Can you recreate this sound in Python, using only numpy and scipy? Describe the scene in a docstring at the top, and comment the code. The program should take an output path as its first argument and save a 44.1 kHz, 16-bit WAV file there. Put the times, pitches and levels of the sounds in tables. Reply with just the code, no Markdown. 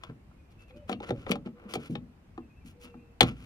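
"""Plastic trim pressed into a car boot

Outdoors at the open boot of a car, a hand presses a plastic trim cover into its clips, close to a phone.
Thumps and clicks are noise bursts ringing sets of dying modes; skin rubbing plastic is swelling, grainy hiss.
A dove and a songbird, wavering sines with echo, call far off over a low outdoor rumble of shaped noise."""
import sys
import numpy as np
from scipy import signal
from scipy.fft import rfft, irfft
from scipy.io import wavfile
from scipy.ndimage import uniform_filter1d

SR = 44100
rng = np.random.default_rng(int(sys.argv[2]) if len(sys.argv) > 2 else 0)


def put_to_file(sound):
    """Save the sound as 16-bit audio at rate SR, in the file named by the first command-line argument."""
    columns = np.atleast_2d(sound).T  # one column per channel
    safe = np.clip(columns, -1, 1)
    whole_steps = np.round(safe * 32767)
    wavfile.write(sys.argv[1], SR, whole_steps.astype(np.int16))


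def volts_from_decibels(level):
    """Turn decibel levels (scalar or array-like) into linear amplitude factors."""
    exponent = np.asarray(level, float) / 20
    return 10 ** exponent


N = 152145


def evened(x):
    """Scales to rms 1."""
    return x / np.sqrt(np.mean(x ** 2) + 1e-20)


def slow_drift(count, width):
    """Twice-smoothed noise at rms 1, for slow wandering."""
    return evened(uniform_filter1d(uniform_filter1d(rng.standard_normal(count), width), width))


def read(points, hz):
    """Reads a table of values by frequency on a log axis."""
    f, value = np.transpose(points)
    return np.interp(np.log(hz + 1), np.log(f + 1), value)


def coloured(x, points):
    """Filters x by the spectrum in a table."""
    hz = np.fft.rfftfreq(x.shape[-1], 1 / SR)
    return irfft(rfft(x) * volts_from_decibels(read(points, hz)), x.shape[-1])


def tilted(x, slope_db):
    """Brighter or duller: a slope in dB per octave about 4 kHz, level outside 1 to 16 kHz."""
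    return coloured(x, [(1000, -2 * slope_db), (16000, 2 * slope_db)])


def add(mix, s, sound, pan_db):
    """Mixes a sound in at time s; positive pan_db leans left."""
    part = mix[:, round(s * SR):][:, :len(sound)]
    part += volts_from_decibels([[pan_db / 2], [-pan_db / 2]]) * sound[:part.shape[1]]


# spectrum of the outdoor floor: pitch_hz, relative_level_db (per Hz)
AIR_SPECTRUM = [(12, -54), (20, -23), (35, -15), (60, 12), (117, -23), (151, -11), (402, -26), (1300, -35),
                (1850, -38), (2560, -39), (3400, -46), (15000, -61.5), (16300, -122)]
# rise and fall of the low rumble: time_s, level_db (only departures from the mean count)
RUMBLE_LEVEL = [(0.0, -63.5), (0.5, -61), (0.69, -61), (0.93, -61.5), (1.16, -55), (1.29, -58), (1.55, -65),
                (3.08, -60.5), (3.45, -61.5)]
# likeness of left and right: pitch_hz, correlation (-1 to 1)
LIKENESS = [(60, 0.99), (180, 0.95), (550, 0.28), (1650, -0.1), (4970, -0.25), (15000, 0.0049)]
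# lean of the floor: pitch_hz, left_over_right_db
AIR_LEAN = [(60, 1.5), (240, 0.5), (950, 1), (3770, -3.5), (15000, 11.5)]
AIR_DB, PATCH_DB, SWELL_DB = -53, 1.0, 0.3  # overall rms; unevenness in time and pitch; slow swell


def air():
    """Outdoor floor: distant traffic rumble, wash and faint hiss, as patchy noise shaped in time and pitch."""
    frames, hz = N // 256 + 5, np.fft.rfftfreq(1024, 1 / SR)
    a, b, c, d, patches = rng.standard_normal((frames, 513, 5)).T
    patches = evened(uniform_filter1d(uniform_filter1d(patches, 10, 0), 12, 1))
    swell = evened(uniform_filter1d(rng.standard_normal(frames), 30))

    s, db = np.transpose(RUMBLE_LEVEL)
    change_db = np.interp(np.arange(frames) * 256 / SR, s, db) - db.mean()
    rumble = change_db / (1 + (hz[:, None] / 150) ** 2)  # mostly below 150 Hz

    same = np.clip(read(LIKENESS, hz), -1, 1)[:, None]
    left = a + 1j * b
    right = same * left + np.sqrt(1 - same ** 2) * (c + 1j * d)
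    lean = volts_from_decibels(read(AIR_LEAN, hz)[:, None] / 2)
    z = np.array([left * lean, right / lean])
    z *= volts_from_decibels(read(AIR_SPECTRUM, hz)[:, None] + PATCH_DB * patches + SWELL_DB * swell + rumble)
    floor = signal.istft(z, nperseg=1024, noverlap=768)[1][:, :N]
    return volts_from_decibels(AIR_DB) * evened(floor)


def whistles(calls):
    """Near-pure gliding sines with soft 15 ms ends; each call is a list of (s, Hz, dB) points."""
    out = np.zeros((2, N))
    waver = 1 + 0.009 * slow_drift(N, 400)  # share by which the pitch wavers
    for call in calls:
        s, hz, db = np.transpose(call)
        t = np.arange(s[0], s[-1], 1 / SR)
        ends = np.clip(np.minimum(t - s[0], s[-1] - t) / 0.015, 0, 1)
        pitch = np.interp(t, s, hz) * waver[round(s[0] * SR):][:len(t)]
        tone = np.sqrt(2) * np.sin(2 * np.pi * np.cumsum(pitch) / SR)
        add(out, s[0], ends * volts_from_decibels(np.interp(t, s, db)) * tone, 1.0)
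    return out


# songbird notes far off, before flutter: start_s, length_s, first_pitch_hz, last_pitch_hz, level_db
SONG_NOTES = [(.33, .05, 2130, 2200, -79), (.37, .06, 2500, 2400, -76), (.44, .11, 2380, 2450, -82),
              (.575, .095, 2660, 2640, -70), (.665, .055, 2850, 2200, -68), (.69, .1, 2430, 2500, -75),
              (.76, .055, 2980, 3020, -72), (.93, .08, 2700, 2750, -72), (2.405, .055, 2740, 2560, -72),
              (2.49, .045, 2530, 2500, -72), (2.555, .05, 2660, 2680, -72), (2.6, .045, 2450, 2260, -72),
              (2.82, .12, 2680, 2690, -70), (2.92, .04, 2500, 2270, -75), (2.96, .07, 2400, 2550, -75),
              (3.0, .18, 2680, 2630, -77)]


def songbird():
    """Short whistled notes, each gliding from its first pitch to its last."""
    notes = []
    for s, length, first_hz, last_hz, db in SONG_NOTES:
        notes.append([(s, first_hz, db), (s + length, last_hz, db)])
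    return whistles(notes)


# dove coos far off, before flutter; each coo is a list of points: time_s, pitch_hz, level_db
DOVE_COOS = [
    [(.69, 514, -60), (.735, 505, -64), (.755, 587, -57.5), (.81, 598, -58.5), (.88, 480, -69)],
    [(1.53, 480, -64), (1.6, 492, -62), (1.75, 490, -61), (1.84, 480, -66)],
    [(2.74, 482, -66), (2.8, 488, -61), (2.94, 478, -64), (3.0, 480, -70), (3.15, 465, -70)],
]


def dove():
    """Low whistled coos whose pitch and level glide from point to point."""
    return whistles(DOVE_COOS)


def lingering(x, table):
    """Echo tail of sparse random taps, each band dying at its own speed (t60 by pitch)."""
    taps = np.zeros((2, SR))
    at = np.arange(160, SR - 20, 20) + rng.integers(0, 20, (2, (SR - 161) // 20))
    np.put_along_axis(taps, at, rng.choice([-1., 1.], at.shape), 1)
    taps[1] = 0.95 * taps[0] + 0.3 * taps[1]  # the two sides are much alike
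    hz, t, z = signal.stft(taps, SR, nperseg=256)
    tail = signal.istft(z * volts_from_decibels(-60 * t / read(table, hz)[:, None]), SR, nperseg=256)[1]
    return signal.fftconvolve(x, tail / np.linalg.norm(tail, axis=1)[:, None], axes=1)[:, :N]


def far_birds():
    """Distant calls waver in level on the way and arrive with an echo."""
    song = songbird() + dove()
    song = song * volts_from_decibels(2.0 * slow_drift(N, 600))  # flutter, dB rms
    return song + volts_from_decibels(-2.5) * lingering(song, [(500, 0.6), (3000, 0.6)])  # t60 0.6 s throughout


# open boot ringing on: pitch_hz, t60_s
BOOT_DECAY = [(150, 0.43), (500, 0.13), (1500, 0.1), (4000, 0.085), (12000, 0.049)]


def boot(trim):
    """The open boot rings on after the close sounds, lows longest."""
    return volts_from_decibels(-11.5) * lingering(trim, BOOT_DECAY)


# skin sliding and plastic creeping, close by, before tilt and swell:
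# start_s, length_s, level_db, rise_share (of the length), tilt_db_per_octave
RUB_SLIDES = [(0.0, 0.13, -64, 0.36, -5.3), (0.496, 0.048, -67, 0.43, 1.5), (0.58, 0.073, -64, 0.48, 0.5),
              (0.677, 0.035, -63, 0.37, 0.5), (0.755, 0.033, -62.5, 0.53, 0.5),
              (0.874, 0.042, -49.5, 0.69, -1.3), (0.912, 0.017, -40, 0.53, -2.5),
              (1.016, 0.033, -48.5, 1, -4.5), (1.043, 0.058, -50, 1, -2.5), (1.123, 0.15, -59.5, 0.56, -2),
              (1.256, 0.081, -46, 0.86, -3), (1.31, 0.0073, -34, 0.17, 5.8), (1.449, 0.05, -59, 0.3, -5.5),
              (1.546, 0.32, -71.5, 0.23, -10), (1.682, 0.091, -44.5, 0.78, 1),
              (1.774, 0.12, -52.5, 0.63, 0), (1.891, 0.065, -58, 0.37, 3.3), (2.646, 0.088, -57, 0.28, 4),
              (2.797, 0.068, -52.5, 0.53, 3), (2.842, 0.078, -60, 0.23, -2.2),
              (3.246, 0.098, -50, 0.17, -3), (3.265, 0.03, -49.5, 1, 0), (3.311, 0.34, -56, 0.71, 0.3)]
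# spectrum of the rubbing hiss: pitch_hz, relative_level_db (per Hz)
RUB_SPECTRUM = [(110, -25), (200, -10), (400, 2), (900, -9.5), (1340, 1), (1750, -9), (2350, -0.5),
                (2900, -1), (3700, -10.5), (8000, -18.5), (14700, -26), (16300, -45)]
GRIP_DB, SLIPS_PER_S = 2.6, 700  # uneven grip, and rate of sudden small slips


def rubs():
    """Scratchy hiss of small slips that swells and fades with each slide."""
    grip = volts_from_decibels(GRIP_DB * evened(uniform_filter1d(rng.standard_normal(N), size=200)))
    slips = (rng.random(N) < SLIPS_PER_S / SR) * rng.exponential(1, N)
    grip = grip + signal.lfilter([1], [1, -0.95], slips)
    a, b = rng.standard_normal((2, N))
    hiss = evened(coloured(grip * np.array([a, 0.8 * a + 0.6 * b]), RUB_SPECTRUM))  # ports partly differ
    out = np.zeros((2, N))
    for s, length, db, rise, slope_db in RUB_SLIDES:
        n, at = round(length * SR), round(max(s, 0) * SR)
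        peak = np.clip(rise, 0.05, 0.95)
        swell = np.sin(np.pi / 2 * np.interp(np.arange(n) / n, [0, peak, 1], [0, 1, 0]))
        out[:, at:at + n] += volts_from_decibels(db) * swell[:N - at] * tilted(hiss[:, at:at + n], slope_db)
    return out * volts_from_decibels([[0.75], [-0.75]])  # leans left


DETUNE, UNEVEN_DB = 0.038, 2.5  # blows land at different places: spread of mode pitch (share) and level
REACH_OCTAVES = 0.68  # a thump favours the modes near its centre


def ring(modes, drive_s, centre_hz=None):
    """A short dying shake rings a set of modes; loudest stretch at rms 1."""
    t = np.arange(SR // 3) / SR
    hz, db, t60 = np.repeat(np.transpose(modes), 2, axis=1)[:, :, None]  # each mode is a close pair
    band = [1.04 * hz.min(), hz.max()]
    if centre_hz:
        db = db - 6 * (np.log2(hz / centre_hz) / REACH_OCTAVES) ** 2
        band = [centre_hz / 1.63, centre_hz * 1.9]
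    uneven, detune = rng.standard_normal((2, len(hz), 1))
    fading = volts_from_decibels(db + UNEVEN_DB * uneven - 60 * t / t60)
    body = (fading * np.sin(2 * np.pi * hz * (1 + DETUNE * detune) * t)).sum(0)

    u = t[:3000] / drive_s
    shake = rng.standard_normal(3000) * u * np.exp(-2 * u)
    sound = signal.oaconvolve(body, shake)[:len(t)]
    sound = signal.sosfilt(signal.butter(2, band, "bandpass", fs=SR, output="sos"), sound)
    stretch = round(SR * (drive_s + 1 / (centre_hz or hz.min())))
    return sound / np.sqrt(uniform_filter1d(sound ** 2, stretch).max())


# hollow cover and body panel, low modes before detuning: pitch_hz, relative_level_db, t60_s
HOLLOW_MODES = [(60, 20, 0.6), (131.8, 25, 0.041), (169, -5, 0.49), (173, 1, 0.21), (219.9, 13.5, 0.1),
                (244, 11.5, 0.17), (293, 13.5, 0.057), (359.7, -4.5, 0.14), (405, 11.5, 0.12),
                (471, 13.5, 0.11), (546, 0, 0.21)]
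# thumps and pushes: start_s, level_db, centre_hz, push_s (held within 1 to 35 ms)
THUMP_BLOWS = [(0.091, -39, 227, 0.0071), (0.745, -51, 243, 0.02), (.894, -29.5, 370, 0.0012),
               (0.913, -32, 278, 0.0048), (0.931, -35.5, 237, 0.0063), (1.005, -39.5, 447, 0.0048),
               (1.092, -34.5, 254, 0.0043), (1.107, -22.5, 413, 0.00085), (1.117, -31.5, 198, 0.005),
               (1.265, -38, 416, 0.0093), (1.301, -23, 262, 0.0047), (1.316, -30.5, 419, 0.0079),
               (1.354, -38, 210, 0.0085), (1.457, -35, 260, 0.0078), (1.645, -44, 250, 0.023),
               (1.738, -38.5, 297, 0.0049), (1.753, -33, 342, 0.011), (1.768, -38, 192, 0.0089),
               (1.894, -32.5, 234, 0.021), (1.953, -38, 295, 0.0066), (1.974, -44.5, 205, 0.006),
               (2.009, -45.5, 232, 0.017), (2.379, -36.5, 255, 0.0027), (2.645, -48, 238, 0.015),
               (2.687, -51, 227, 0.006), (2.823, -53, 236, 0.038), (2.942, -46, 236, 0.014),
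               (3.208, -24, 377, 0.012), (3.212, -35, 60, 0.0034), (3.217, -23.5, 205, 0.0083),
               (3.233, -20, 192, 0.0027), (3.269, -36, 138, 0.0024)]


def thumps():
    """Pushes of the hand thump the hollow cover and panel; longer pushes drive the modes for longer."""
    out = np.zeros((2, N))
    for s, db, centre_hz, push_s in THUMP_BLOWS:
        sound = ring(HOLLOW_MODES, np.clip(push_s, 0.001, 0.035), centre_hz)
        add(out, s, volts_from_decibels(db) * sound, 0.5)
    return out


# plastic plate, middle modes before detuning: pitch_hz, relative_level_db, t60_s
PLATE_MODES = [(657, 4.5, 0.039), (779.5, 12.5, 0.047), (1022, -10, 0.09), (1087, 8.5, 0.015),
               (1267, 8.5, 0.029), (1657, 3.5, 0.013), (1820, 4.5, 0.004)]
# clip and edges, high modes before detuning: pitch_hz, relative_level_db, t60_s
EDGE_MODES = [(2240, -5, .009), (2650, -5, .009), (3100, -1, .01), (3600, 0, .01), (4150, 0, .01),
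              (5300, -8, .007), (6600, -9, .006), (8200, -11, .005)]
# unpitched crack of a click: pitch_hz, relative_level_db (per Hz)
CRACK_SPECTRUM = [(900, -18), (1500, -19.5), (2300, 0), (3700, -2.5), (5200, -13), (8500, -12.5),
                  (12100, -26.5), (15500, -17.5), (16300, -47)]
# clicks: start_s, plate_level_db, snap_level_db (edge ring, before tilt),
# snap_left_over_right_db, snap_tilt_db_per_octave
CLICK_BLOWS = [(0.035, -41, -47, 6, -3), (0.097, -52, -76, 8, 2), (0.312, -61, -84, 0, 0.1),
               (0.707, -60, -67, 2.0, -13), (0.894, -30, -44.5, 10, -2), (0.927, -35.5, -42, 7, -8),
               (1.002, -40.5, -54.5, 2, -6.5), (1.09, -41.5, -50, 10.5, -4), (1.105, -31.5, -44.5, 5, -4),
               (1.265, -42.5, -58.5, 5, -20.5), (1.293, -38.5, -49.5, 9, -1.5),
               (1.316, -35.5, -30, 9.5, -3.5), (1.355, -36.5, -47.5, 3.5, -3.5), (1.459, -61, -63, -7, -7),
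               (1.472, -48, -68, 9.5, -3), (1.737, -37.5, -37, 10.5, 1), (1.754, -31.5, -36.5, 1.5, -3.5),
               (1.953, -39, -46, 7.5, -9), (2.377, -41, -62.5, 5, -5), (2.941, -52.5, -78, 4.5, -7),
               (3.2066, -16, -15, 8, -4), (3.216, -37, -40, -20, -9), (3.229, -27, -32, -4, -1.5)]
RATTLE_S, SNAP_S = 0.0025, 0.002  # how long a blow drives the plate and the edges
CRACK_DB, CRACK_T60 = 9.5, 0.022  # crack against the edge ring, and its decay in s
PLATE_PAN_SHARE = 0.76  # the plate leans less than the snap


def clicks():
    out, t = np.zeros((2, N)), np.arange(4000) / SR
    for s, plate_db, snap_db, pan_db, slope_db in CLICK_BLOWS:
        add(out, s, volts_from_decibels(plate_db) * ring(PLATE_MODES, RATTLE_S), PLATE_PAN_SHARE * pan_db)
        crack = evened(coloured(rng.standard_normal(4000), CRACK_SPECTRUM))
        crack_shape = np.minimum(t / SNAP_S, 1) * volts_from_decibels(CRACK_DB - 60 * t / CRACK_T60)
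        snap = ring(EDGE_MODES, SNAP_S)
        snap[:4000] += crack_shape * crack
        add(out, s, volts_from_decibels(snap_db) * tilted(snap, slope_db), pan_db)
    return out


# direct path and nearby surfaces, left port then right: delay_s, level_db (relative within a port)
NEAR_PATHS = [
    [(0.00002, 14.5), (.0009, -10.5), (.0021, -16.5), (.0045, -3)],
    [(.00021, 35), (.0013, -33.5), (.0029, 4), (.0052, -10)],
]


def near(x):
    """Direct path and first bounces reach the two microphone ports at different times."""
    k = np.arange(400)
    taps = [sum(volts_from_decibels(db) * np.sinc(k - 8 - s * SR) for s, db in port) for port in NEAR_PATHS]
    taps = np.array([p / np.linalg.norm(p) for p in taps])
    treble = signal.lfilter(*signal.butter(1, 6840, "highpass", fs=SR), taps[1])
    taps[1] += (volts_from_decibels(1) - 1) * treble  # right port up to 1 dB brighter
    return signal.oaconvolve(x, taps, axes=1)[:, 8:N + 8]


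def scene():
    """Hand and trim close by, birds and air far off."""
    trim = near(thumps() + clicks() + rubs())
    return air() + far_birds() + boot(trim) + trim


def low_pass(x):
    """Removes everything above the highest recorded frequency."""
    return signal.sosfilt(signal.butter(12, 16660, fs=SR, output="sos"), x)


def record(dry):
    """The microphone drops the deepest bass, below about 41 Hz."""
    mix = signal.sosfilt(signal.butter(2, 41.3, "highpass", fs=SR, output="sos"), dry)
    return low_pass(mix)


dry = scene()
out = record(dry)
put_to_file(out)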